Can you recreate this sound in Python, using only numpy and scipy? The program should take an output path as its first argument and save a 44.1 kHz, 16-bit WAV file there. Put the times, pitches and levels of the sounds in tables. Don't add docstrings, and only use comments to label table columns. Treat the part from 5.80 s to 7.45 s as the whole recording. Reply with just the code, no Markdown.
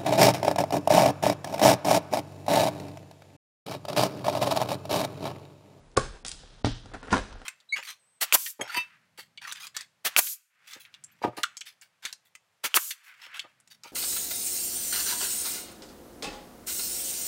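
import sys
import numpy as np
from scipy import signal
from scipy.fft import rfft, irfft
from scipy.io import wavfile
from scipy.ndimage import uniform_filter1d

SR = 44100
rng = np.random.default_rng(int(sys.argv[2]) if len(sys.argv) > 2 else 0)


def volts_from_decibels(level):
    exponent = np.asarray(level, float) / 20
    return 10 ** exponent


def wav_out(sig):
    wavfile.write(sys.argv[1], SR, np.round(np.clip(np.atleast_2d(sig).T, -1, 1) * 32767).astype(np.int16))


N = 72765
T = np.arange(N) / SR


def unit(x):
    return x / np.sqrt(np.mean(x ** 2))


def curve(rows):
    time_s, level_db = np.array(rows, float).T
    return volts_from_decibels(np.interp(T, time_s, level_db))


def colour(x, points):
    hz, db = np.array(points, float).T
    log_hz = np.log(np.maximum(np.fft.rfftfreq(len(x), 1 / SR), 1))
    gain = volts_from_decibels(np.interp(log_hz, np.log(hz), db))
    return unit(irfft(rfft(x) * gain, len(x)))


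def band(x, hz, width_hz):
    b, a = signal.iirpeak(min(hz, 0.4 * SR), hz / width_hz, SR)
    return signal.lfilter(b, a, x)


def struck(modes, hits):
    spot_db = 1.2
    out = np.zeros(N)
    spots = rng.standard_normal((len(hits), len(modes)))
    for (hz, mode_db, t60_s), mode_spots in zip(modes, spots.T):
        push = np.zeros(N + 400)
        for (start_s, hit_db, contact_ms), spot in zip(hits, mode_spots):
            length = int(np.clip(contact_ms * SR / 1000, 3, 390))
            i = int(start_s * SR)
            bump = np.hanning(length + 2)[1:-1] * 2 / length
            push[i:i + length] += bump * volts_from_decibels(hit_db + mode_db + spot_db * spot)
        decay = np.log(1000) / (max(t60_s, 0.005) * SR)
        pole = np.exp(2j * np.pi * hz / SR - decay)
        ring = signal.lfilter([1], [1, -pole], push[:N]).imag
        b, a = signal.butter(2, hz / 3, "high", fs=SR)
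        out += signal.lfilter(b, a, ring)
    return out


def box_cut():
    # pitch_hz, level_db, t60_s
    box_modes = [(129.6, -4.5, 0.15), (163, -9.5, 0.098), (242, -5.5, 0.069), (360, -4.5, 0.037),
                 (452.5, 2.5, 0.036), (532.6, 6, 0.032), (707, -3, 0.034), (1109.5, 3.5, 0.047),
                 (1163, -5, 0.051), (1324, -2, 0.02), (1420, -6, 0.045), (1626, -30, 0.12),
                 (2135, -11, 0.027)]
    # start_s, level_db, contact_ms
    box_hits = [
        (0.1642, -46, 0.92),
        (0.1749, -16.5, 0.39),
        (.1772, -26, 1),
        (0.188, -32.5, 0.47),
        (0.194, -37, 0.19),
    ]
    return struck(box_modes, box_hits)


def cracks():
    # start_s, level_db, centre_hz, fade_ms
    bursts = [(0.115, -58.5, 5000, 1.6), (0.1709, -10, 6030, 0.7), (.1735, -20, 5400, 1.1),
              (.182, -24, 6650, 0.67), (0.194, -27, 4740, 1.3), (.449, -26, 4900, 1.26),
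              (0.4636, -27.5, 5200, 2.2), (0.475, -36, 7460, 1.7), (.4815, -25.5, 6600, 1.9),
              (.492, -26, 7600, 1.14), (0.5154, -27, 4860, 2.13), (.526, -46, 4130, 2.5),
              (0.8469, -27, 3100, 3.3), (.856, -34, 3600, 13.6), (.868, -42, 3960, 2.9),
              (1.058, -47.5, 3500, 2.5), (1.141, -58.5, 3480, 2.1), (1.229, -48, 4000, 3.4),
              (1.306, -41, 2500, 12), (1.317, -36.5, 4000, 4), (1.327, -28, 4930, 5.9),
              (1.351, -38, 4500, 2), (1.38, -30, 4180, 1.56), (1.526, -46.5, 2890, 3.9),
              (1.617, -47, 2800, 2.4)]
    width = 1.26
    rise_ms, tail_db, tail_ms = 0.4, -21, 6.8
    length = 2000
    out = np.zeros(N + length)
    age_ms = np.arange(length) / SR * 1000
    noises = rng.standard_normal((len(bursts), length))
    for (start_s, level_db, hz, fade_ms), noise in zip(bursts, noises):
        i = int(start_s * SR)
        tone = band(band(noise, hz, width * hz), hz, width * hz)
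        fade = np.exp(-age_ms / fade_ms) + volts_from_decibels(tail_db) * np.exp(-age_ms / tail_ms)
        rise = np.minimum(age_ms / rise_ms, 1)
        out[i:i + length] += volts_from_decibels(level_db) * unit(tone) * fade * rise
    return out[:N]


def cutter_drop():
    # pitch_hz, level_db, t60_s
    table_modes = [(54.4, -30, 0.45), (114.3, -2.5, 0.13), (173, -19, 0.095), (233, 2.5, 0.033),
                   (298.2, 0.5, 0.11), (414, 3.5, 0.017), (620, 0.5, 0.017), (788, -0.5, 0.015),
                   (1193, -11, 0.047), (1360, -17, 0.098), (1844, -12.5, 0.051), (2400, -54, 0.032)]
    # start_s, level_db, contact_ms
    table_hits = [
        (0.846, -17.5, 0.37),
        (0.8467, -27, 2.5),
        (0.8538, -30, 1.47),
        (.863, -32, 0.27),
        (.870, -27, 0.31),
        (0.894, -30.5, 1.9),
        (0.924, -47, 0.72),
        (1.043, -40, 5.3),
        (1.085, -41, 5.9),
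        (1.119, -44, 4.2),
    ]
    return struck(table_modes, table_hits)


def lid_pop():
    # pitch_hz, level_db, t60_s
    lid_modes = [(63.6, -20.5, 0.056), (95, -11, 0.101), (214, -1.5, 0.032), (264, -2.5, 0.068),
                 (391, -17.5, 0.047), (623, -38, 0.035), (950, -5.5, 0.03), (1028, 0, 0.035),
                 (1170, 3, 0.0083), (1416, -5, 0.097), (1663, -8, 0.022), (1740, -10, 0.052),
                 (2420, -7, 0.017)]
    # start_s, level_db, contact_ms
    lid_hits = [(1.229, -43.5, 0.17), (1.305, -43, 0.19), (1.316, -40, 0.45), (1.3253, -13, 1.7),
                (1.3284, -20, 0.28), (1.3311, -18, 0.47), (1.340, -22.5, 0.16), (1.347, -24, 0.62),
                (1.358, -51, .4), (1.367, -36, 0.62), (1.378, -30.5, 1.03), (1.528, -51, 0.22)]
    return struck(lid_modes, lid_hits)


def taps():
    # pitch_hz, level_db, t60_s
    tap_modes = [(86, -1.5, 0.07), (283, -2, 0.042), (520, -3.5, 0.032), (770, 6.5, 0.011),
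                 (1360, 3.5, 0.012), (1860, -7, 0.023)]
    # start_s, level_db, contact_ms
    tap_hits = [(.449, -41.5, 0.49), (.454, -41.5, 0.8), (.545, -54, .5), (.635, -46, .6),
                (1.058, -40.5, 0.66), (1.117, -44, 0.64), (1.139, -38.5, 0.79), (1.146, -33.5, 0.41),
                (1.155, -39.5, 0.96), (1.164, -40.5, 0.47), (1.283, -36.5, 0.26), (1.555, -40, 0.97),
                (1.617, -42, 0.42)]
    return struck(tap_modes, tap_hits)


def grains(rate_per_s, spread_db):
    on = rng.random(N) < rate_per_s / SR
    size = rng.standard_normal(N) * volts_from_decibels(spread_db * rng.exponential(1, N))
    return on * size


def card_rustle():
    # time_s, level_db
    effort = [(.15, -125), (.168, -29), (.2, -39), (.32, -54), (.36, -51), (.42, -71.5), (.95, -70),
              (1.13, -54.5), (1.14, -36), (1.17, -49), (1.19, -60), (1.225, -56), (1.235, -47),
              (1.3, -46.5), (1.335, -25), (1.37, -29), (1.43, -51), (1.65, -56.5)]
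    # pitch_hz, level_db
    card_tone = [(60, -6.5), (250, -6.5), (450, -1.5), (800, -6.5), (1200, -7), (1620, -4.5), (1950, -14),
                 (10400, -31)]
    return curve(effort) * colour(grains(5000, 1.8), card_tone)


def film_slide():
    # time_s, level_db
    movement = [(.44, -110), (.45, -42.5), (.52, -51), (.56, -59), (.66, -58.5), (.83, -64.5), (.85, -37),
                (.9, -43), (1.05, -67.5)]
    # pitch_hz, level_db
    film_tone = [(800, -6.5), (1500, -4), (2380, -9.5), (3300, -0.5), (4100, -4), (5300, -6.5),
                 (6500, -11.5), (10400, -23)]
    return curve(movement) * colour(grains(6000, 2.33), film_tone)


def table_thrum():
    # time_s, level_db
    sway_level = [(0, -59), (.165, -58), (.19, -39), (.3, -40.5), (.4, -57), (.55, -51), (.62, -53.5),
                  (.84, -56), (.93, -34), (1., -51), (1.3, -53), (1.34, -49), (1.41, -37), (1.48, -55),
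                  (1.55, -41.5), (1.65, -58)]
    hz, width_hz = 32.1, 21.6
    sway = band(band(rng.standard_normal(N), hz, width_hz), hz, width_hz)
    sway = sway / np.sqrt(uniform_filter1d(sway ** 2, size=3000))
    return curve(sway_level) * sway


def room(x):
    # pitch_hz, t60_s
    room_fade = [(100, .4), (500, 0.19), (1500, 0.21), (4000, 0.58), (10000, 0.34)]
    gap_ms = 2.8
    table_hz, table_t60 = np.array(room_fade).T
    age_s = T[:SR]
    tail = np.zeros(SR)
    for hz in 60 * 2 ** np.arange(0, 8, 0.5):
        t60_s = np.interp(np.log(hz), np.log(table_hz), table_t60)
        fade = np.exp(-np.log(1000) * age_s / t60_s)
        tail += band(rng.standard_normal(SR), hz, hz / 3) * fade
    tail = tail * np.clip(age_s * 1000 / gap_ms - 1, 0, 1)
    return signal.fftconvolve(x, tail / np.sqrt(np.sum(tail ** 2)))[:N]


def room_floor():
    # pitch_hz, level_db
    floor_tone = [(30, -21.5), (60, -18), (120, 1.5), (250, -6), (500, -9.5), (1000, -15.5), (2000, -22.5),
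                  (10400, -32)]
    return volts_from_decibels(-59) * colour(rng.standard_normal(N), floor_tone)


def scene():
    near = box_cut() - cutter_drop() - lid_pop() + taps()
    near = near + cracks() + card_rustle() + film_slide()
    return (near + volts_from_decibels(-11) * room(near) + table_thrum() + room_floor())[None]


def holes(x):
    hole_hz, under_limit_db, spread_db = 5500, 36, 4
    f, _, z = signal.stft(x, SR, nperseg=512)
    power = (np.abs(z[:256]) ** 2).reshape(32, 8, -1).sum(axis=1) + 1e-20
    under_db = 10 * np.log10(power.sum(axis=0) / power)
    under_db = under_db + spread_db * rng.standard_normal(power.shape)
    drop = (under_db > under_limit_db) & (f[:256:8, None] > hole_hz)
    stay = np.vstack([np.repeat(~drop, 8, axis=0), ~drop[-1:]])
    return signal.istft(z * stay, SR, nperseg=512)[1][:N]


def treble_mutes(x):
    # start_s, end_s, pitch_hz above which the sound is gone
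    mutes = [
        (0.154, 0.159, 900),
        (0.157, .166, 5500),
        (0.431, 0.444, 3240),
        (0.827, 0.839, 500),
        (.839, 0.842, 5000),
        (1.129, 1.134, 3820),
        (1.219, 1.226, 5500),
    ]
    for start_s, end_s, hz in mutes:
        low_pass = signal.butter(6, hz, fs=SR, output="sos")
        high = x - signal.sosfiltfilt(low_pass, x)
        inside_s = np.minimum(T - start_s, end_s - T)
        x = x - high * np.clip(inside_s / 0.0026 + 1, 0, 1)
    return x


def roll_off(x):
    return signal.sosfilt(signal.butter(12, 11660, fs=SR, output="sos"), x)


def record(dry):
    x = treble_mutes(holes(dry[0]))
    top_edge = signal.ellip(8, 0.2, 60, 10350, fs=SR, output="sos")
    x = signal.sosfilt(top_edge, x)
    return roll_off(x[None])


dry = scene()
out = record(dry)
wav_out(out)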